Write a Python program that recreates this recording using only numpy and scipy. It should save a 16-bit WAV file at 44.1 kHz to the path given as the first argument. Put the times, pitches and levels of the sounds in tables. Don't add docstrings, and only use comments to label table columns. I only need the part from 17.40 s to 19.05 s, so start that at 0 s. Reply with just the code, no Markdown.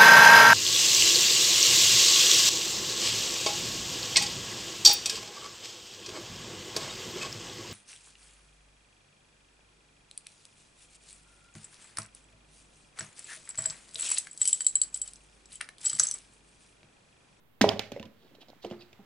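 import sys
import numpy as np
from scipy import signal
from scipy.fft import rfft, irfft, next_fast_len
from scipy.io import wavfile
from scipy.ndimage import uniform_filter1d, map_coordinates

SR = 44100
rng = np.random.default_rng(int(sys.argv[2]) if len(sys.argv) > 2 else 0)


def nominal_scale(level):
    x = np.asarray(level, float) / 20
    return 10 ** x


def store_pcm(level_fs):
    pcm = np.round(np.clip(level_fs, -1, 1) * 32767).astype(np.int16)
    wavfile.write(sys.argv[1], SR, np.atleast_2d(pcm).T)


N = 72765


def unit(x):
    return x / np.sqrt(np.mean(x ** 2) + 1e-20)


def along(points, hz):
    f, v = np.transpose(points)
    return np.interp(np.log(hz + 1), np.log(f + 1), v)


def filtered(x, response):
    m = next_fast_len(x.shape[-1] + 8192)
    spectrum = rfft(x, m) * response(np.fft.rfftfreq(m, 1 / SR))
    return irfft(spectrum, m)[..., :x.shape[-1]]


def paired(pair, alike, spectrum=((20, 0), (20000, 0))):
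    def mid_and_side(hz):
        turn = np.arccos(np.clip(along(alike, hz), -1, 1)) / 2
        return nominal_scale(along(spectrum, hz)) * [np.cos(turn), np.sin(turn)]

    mid, side = filtered(pair, mid_and_side)
    return np.array([mid + side, mid - side])


def add(track, s, sound):
    part = track[round(s * SR):][:len(sound)]
    part += sound[:len(part)]


def ring(t, hz, db, t60, rise_s):
    decay = nominal_scale(db + 1.0 - 60 * t / max(t60, .002))
    return decay * np.sin(2 * np.pi * hz * t) * (1 - np.exp(-t / rise_s)) ** 2


def flutter(t, db, rate):
    return nominal_scale(db * np.interp(t * rate, np.arange(200), rng.standard_normal(200)))


def struck(rows, body, scatter_db, flutter_db):
    rise_cycles, top_hz = 0.16, 1280
    out, t = np.zeros(N), np.arange(SR // 2) / SR
    for s, db, hz, t60, body_db in rows:
        luck = rng.normal(0, scatter_db, len(body))
        tail = np.zeros(len(t))
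        for (f, mode_db, mode_t60), g in zip(body, luck):
            tail += ring(t, f, mode_db + g, mode_t60, rise_cycles / f) * flutter(t, flutter_db, 70)
        shell = ring(t, hz, 0, t60, rise_cycles / hz)
        add(out, s, nominal_scale(db + 2) * shell + nominal_scale(db + body_db - 11.0) * tail)
    return filtered(out, lambda f: 1 / (1 + 1.2j * f / top_hz - (f / top_hz) ** 2))


def rubbing(rows, breadth, grain_db):
    out = np.zeros(N)
    for s, length, db, hz in rows:
        u = np.linspace(-2, 2, int(2 * length * SR))
        hiss, grain = rng.standard_normal((2, len(u)))
        grit = hiss * nominal_scale(grain_db * unit(uniform_filter1d(grain, size=40)))

        def resonance(f):
            damping = 1j * f * breadth * hz
            return (damping / (hz * hz - f * f + damping)) ** 2

        add(out, s - length, nominal_scale(db) * unit(filtered(grit, resonance)) * np.exp(-2 * u ** 2))
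    return out


def air():
    # (frequency [Hz], left-right likeness)
    air_color = [(40, -6), (110, -1), (400, -11.5), (1400, -18), (3500, -23.5), (5000, -33.5),
                 (9000, -35.5), (13000, -27.5)]
    air_alike = [(60, 0.74), (500, 0), (2000, 0), (8000, 0)]
    # (frequency [Hz], left-right likeness)
    wall_alike = [(100, 1), (500, 0.7), (1500, 0.92), (5000, 0.031)]
    # (time [s], level [dB])
    sleeve_color = [(100, 0), (300, -7.5), (900, -12), (1500, -10.5), (3500, -16), (5000, -24), (8000, -27),
                    (12000, -51)]
    sleeve_level = [(0, -106), (.2, -80), (0.601, -72), (1.201, -65), (1.65, -63.5)]
    s, db = np.transpose(sleeve_level)
    sway = map_coordinates(rng.standard_normal(40), [np.arange(N) * 20 / SR])
    sleeves = unit(paired(rng.standard_normal((2, N)), wall_alike, sleeve_color))
    sleeves = sleeves * nominal_scale(np.interp(np.arange(N) / SR, s, db) + 1.2 * sway)
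    tone = unit(paired(rng.standard_normal((2, N)), air_alike, air_color))
    return nominal_scale(-64) * tone + sleeves


def shell_knocks():
    # (time [s], peak level [dB], pitch [Hz], t60 [s], table ring [dB])
    knock_list = [(.2105, -17, 744, 0.0095, -12), (.2115, -16.5, 240, 0.061, -17),
                  (.2145, -10.5, 233.4, 0.029, -12), (.230, -18, 238, 0.04, -11),
                  (.2405, -9.5, 432, 0.018, -7.5), (.2426, -4.5, 644, 0.011, -18.5),
                  (.2495, -16.5, 382.5, 0.011, -19), (.2865, -20.5, 689, 0.027, -31),
                  (.375, -58, 507, 0.015, -6), (.393, -29.5, 590, 0.017, -7), (.519, -30, 560, 0.016, -18),
                  (.5225, -21.5, 238, 0.01, -48), (.536, -43.5, 128, 0.09, -15),
                  (.5628, -31.5, 516.5, 0.049, -18), (.5734, -34, 506, 0.048, -13),
                  (.597, -46, 597, 0.017, -27), (.600, -30, 200, 0.027, -18), (.628, -49.5, 997, 0.07, -6),
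                  (.6595, -33, 232, 0.017, -26), (1.592, -47.5, 208.5, 0.088, -1)]
    # (pitch [Hz], level [dB], t60 [s])
    table_modes = [(200, -2.5, .13), (250, -7.5, 0.081), (413, 0.5, 0.14), (560, 1, 0.033),
                   (671.4, -5.5, 0.1), (789, 0, .1)]
    return struck(knock_list, table_modes, scatter_db=3.5, flutter_db=4)


def hand_shifts():
    # (middle [s], length [s], rms level [dB], pitch [Hz])
    shift_list = [(.265, 0.054, -45, 330), (.31, .07, -36.5, 580), (.33, .1, -41.5, 158),
                  (.47, .08, -60.5, 70), (.60, .05, -58, 69.6), (.66, .1, -51.5, 95), (.70, 0.11, -64, 187),
                  (.85, 0.11, -62.5, 339), (.95, 0.072, -67, 440), (1.02, .08, -66, 400),
                  (1.275, .04, -57, 750), (1.335, .05, -53, 694), (1.365, 0.058, -56, 200),
                  (1.43, .05, -59.5, 190), (1.415, .04, -66, 700), (1.63, .06, -63.5, 150)]
    return rubbing(shift_list, breadth=1.3, grain_db=4)


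def rim_clicks():
    # (time [s], peak level [dB], main pitch [Hz], t60 [s], brightness [dB])
    click_list = [(0.2112, -23.5, 1595, 0.045, 2.5), (0.2143, -8, 1863, 0.0075, 0),
                  (0.29, -8, 3190, 0.0077, -7.5), (0.3735, -39.5, 3030, 0.013, -7),
                  (0.3935, -15, 3326, 0.0093, -3), (0.5183, -37.5, 3420, 0.01, 8),
                  (0.5224, -42, 2000, 0.007, -3.5), (0.5631, -42, 2037, 0.016, -5),
                  (0.5746, -48, 2080, 0.011, -3), (0.5968, -32, 2690, 0.011, -5),
                  (0.6279, -33, 2890, 0.0073, -5), (0.6357, -41, 2920, 0.0052, -8),
                  (0.6542, -46, 2920, 0.015, 1), (1.0841, -47.5, 3850, 0.011, -2),
                  (1.101, -46.5, 4100, 0.0097, 0.5), (1.2471, -37.5, 3066, 0.021, -1),
                  (1.3, -50, 3350, 0.021, 3.5), (1.3105, -42, 2980, 0.025, -3),
                  (1.3211, -55, 3150, 0.029, 2), (1.5292, -46, 2420, 0.011, 0)]
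    # (time [s], level [dB], pitch [Hz], t60 [s])
    ring_list = [(.2146, -20, 4250, .01), (.2142, -27, 6600, .01), (.2200, -30, 4800, .012),
                 (.2225, -29, 6400, .01), (.3934, -30, 870, .02), (1.2455, -46, 2150, .012),
                 (1.3105, -52, 1800, .012), (.2205, -27, 2050, .015), (.2903, -17, 5010, .013),
                 (.2905, -33, 1850, .012), (.3931, -24, 4150, .008), (.3942, -26, 2470, .012),
                 (.3934, -34, 7700, .01), (.3965, -32, 4200, .01), (.3945, -19, 3050, .006),
                 (.5188, -40, 4400, .008), (.5972, -41, 3400, .008), (.5972, -43, 2250, .01),
                 (.5975, -45, 4600, .008), (.6282, -43, 1800, .012), (.6282, -42, 3550, .01),
                 (.6582, -51, 3210, .012), (1.5295, -56, 3500, .015), (1.5295, -56, 2870, .015)]
    # (frequency [Hz], left-right likeness)
    splinter_color = [(700, 0.5), (1700, -13.5), (3200, -1), (5000, -8), (7000, -12.5), (9500, -30),
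                      (12500, -20.5), (16000, -34)]
    splinter_alike = [(1000, 0.81), (3000, 1), (9000, 0.43)]
    # (frequency [Hz], level [dB])
    wall_color = [(600, -15), (1200, -3.5), (2200, 4.5), (3500, -1.5), (5200, -6.5), (7500, -16.5),
                  (9500, -27), (14000, -25.5)]
    crack_db, crack_longer, rise_s = -4.5, 2.11, 0.00019
    rings, cracks, blows = np.zeros(N), np.zeros((2, N)), np.zeros(N)
    t = np.arange(SR // 20) / SR
    for s, db, hz, t60, bright_db in click_list:
        noise = unit(paired(rng.standard_normal((2, len(t))), splinter_alike, splinter_color))
        shape = nominal_scale(db + bright_db + crack_db - 60 * t / (crack_longer * t60)) * (1 - np.exp(-t / rise_s))
        add(rings, s, ring(t, hz, db, t60, rise_s))
        add(cracks.T, s, (shape * noise).T)
        blows[round(s * SR) + 40] = np.linalg.norm(shape) / 10
    for s, db, hz, t60 in ring_list:
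        add(rings, s, ring(t, hz, db, t60, rise_s))
    return rings + cracks, filtered(blows, lambda hz: nominal_scale(along(wall_color, hz)))


def skin_strokes():
    # (middle [s], length [s], rms level [dB], pitch [Hz])
    stroke_list = [(.2215, 0.0097, -30.5, 5560), (.325, 0.053, -48.5, 3200), (.452, 0.076, -57.5, 3350),
                   (.845, 0.23, -70.5, 3480), (.954, 0.017, -57, 3300), (1.019, 0.036, -54.5, 3230),
                   (1.095, 0.028, -63, 3800), (1.234, 0.037, -55, 3700), (1.267, 0.016, -56, 4120),
                   (1.325, 0.08, -64.5, 3400), (1.417, 0.044, -58, 3520)]
    return rubbing(stroke_list, breadth=.6, grain_db=3)


def room(x):
    # (frequency [Hz], t60 [s])
    room_decay = [(100, 0.39), (500, 0.46), (2000, 0.3), (5000, 0.32), (9000, .3), (15000, 0.26)]
    # (frequency [Hz], left-right likeness)
    room_alike = [(100, 1), (500, 0.7), (1500, 0.92), (5000, 0.031)]
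    out, hop = np.zeros((2, N + SR)), SR // 10
    for k in range(0, N, hop):
        hz, t, z = signal.stft(rng.standard_normal((2, SR // 2)), SR, nperseg=256)
        z = z * nominal_scale(-60 * t / along(room_decay, hz)[:, None])
        tail = signal.istft(z, SR, nperseg=256)[1][:, :SR // 2]
        wet = signal.fftconvolve(x[None, k:k + hop], tail / np.linalg.norm(tail[0]), axes=1)
        out[:, k + 130:][:, :wet.shape[1]] += wet
    return paired(out[:, :N], room_alike)


def table_boom():
    # (pitch [Hz], level [dB], t60 [s])
    boom_modes = [(86.2, -33.5, 0.5), (106.7, -32.5, 0.64)]
    out, t = np.zeros(N), np.arange(SR) / SR
    beating = sum(ring(t, hz, db, t60, 0.0054) * flutter(t, 3, 18) for hz, db, t60 in boom_modes)
    add(out, .2245, beating)
    return out


def fingertip_taps():
    # (time [s], peak level [dB], pitch [Hz], t60 [s])
    tap_list = [(.816, -61.5, 205, .03), (.839, -64, 355, 0.028), (.9125, -55, 520, .015),
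                (.919, -53, 330, 0.021), (.937, -48.5, 260, .02), (.949, -54.5, 624, 0.022),
                (.968, -55.5, 230, .03), (.984, -51.5, 430, 0.03), (.996, -58, 420, 0.021),
                (1.007, -57, 700, 0.011), (1.015, -52.5, 270, 0.028), (1.019, -58.5, 790, 0.018),
                (1.031, -51.5, 700, 0.013), (1.043, -60, 560, 0.018), (1.071, -53.5, 206, 0.025),
                (1.084, -47, 650, 0.0092), (1.088, -53.5, 250, 0.037), (1.0935, -47, 680, 0.01),
                (1.097, -52, 280, 0.027), (1.1015, -46, 520, 0.012), (1.120, -54, 239, 0.03),
                (1.1315, -44, 700, 0.0093), (1.164, -52.5, 255, 0.023)]
    out, t = np.zeros(N), np.arange(SR // 10) / SR
    for s, db, hz, t60 in tap_list:
        add(out, s, ring(t, hz, db + 6.5, t60, 0.28 / hz))
    return out


def bowl_settling():
    # (time [s], peak level [dB], pitch [Hz], t60 [s], bowl ring [dB])
    settle_list = [(1.241, -36.5, 620, 0.0089, -4.5), (1.246, -29.5, 456, 0.035, -12.5),
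                   (1.249, -27.5, 679, 0.017, -3), (1.259, -28, 390, 0.014, -27),
                   (1.3112, -25.5, 500, 0.0076, -8), (1.314, -29, 209.7, 0.041, -3),
                   (1.322, -31.5, 400, 0.014, 2.5)]
    # (pitch [Hz], level [dB], t60 [s])
    bowl_modes = [(119.3, -16, 0.44), (211, -4, 0.24), (351.3, -2, 0.32), (419.4, -1, 0.16)]
    return struck(settle_list, bowl_modes, scatter_db=1, flutter_db=2.5)


def rim_squeaks():
    # (middle [s], length [s], rms level [dB], pitch [Hz])
    squeak_list = [(1.419, .024, -60, 2640), (1.414, .025, -61, 3910), (1.422, .022, -59, 4500),
                   (1.40, .03, -65, 4550), (1.42, .05, -67, 4930)]
    return rubbing(squeak_list, breadth=.07, grain_db=3)


def scene():
    # (frequency [Hz], level [dB])
    port_lean = [(60, -4), (200, -2), (1200, -3), (2500, -4), (5000, -8.5), (9000, -4), (15000, 0)]
    # (frequency [Hz], phase [rad])
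    port_lead = [(1000, 0.26), (3200, 1), (4650, 1.32), (8200, 2.5), (15000, 0.7)]
    sides = np.array([[.5], [-.5]])

    def lean(hz):
        return nominal_scale(sides * along(port_lean, hz))

    def lean_and_lead(hz):
        return lean(hz) * np.exp(1j * sides * along(port_lead, hz))

    sharp, blows = rim_clicks()
    dull = shell_knocks() + hand_shifts() + skin_strokes() + rim_squeaks()
    bowl, light = bowl_settling(), fingertip_taps()
    near = filtered(sharp + dull + bowl + light + table_boom(), lean_and_lead)
    wet = room(nominal_scale(-8) * (dull + 0.5 * bowl + 0.29 * light) + nominal_scale(20.5) * blows)
    return near + filtered(wet + air(), lean)


def low_pass(x):
    return signal.sosfilt(signal.butter(12, 16440, fs=SR, output="sos"), x)


def record(dry):
    low_cut_hz, top_hz, offset = 75, 16300, -.0005
    cut = filtered(dry, lambda hz: (1j * hz / (low_cut_hz + 1j * hz)) ** 2 * (hz < top_hz))
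    return low_pass(cut + offset)


dry = scene()
out = record(dry)
store_pcm(out)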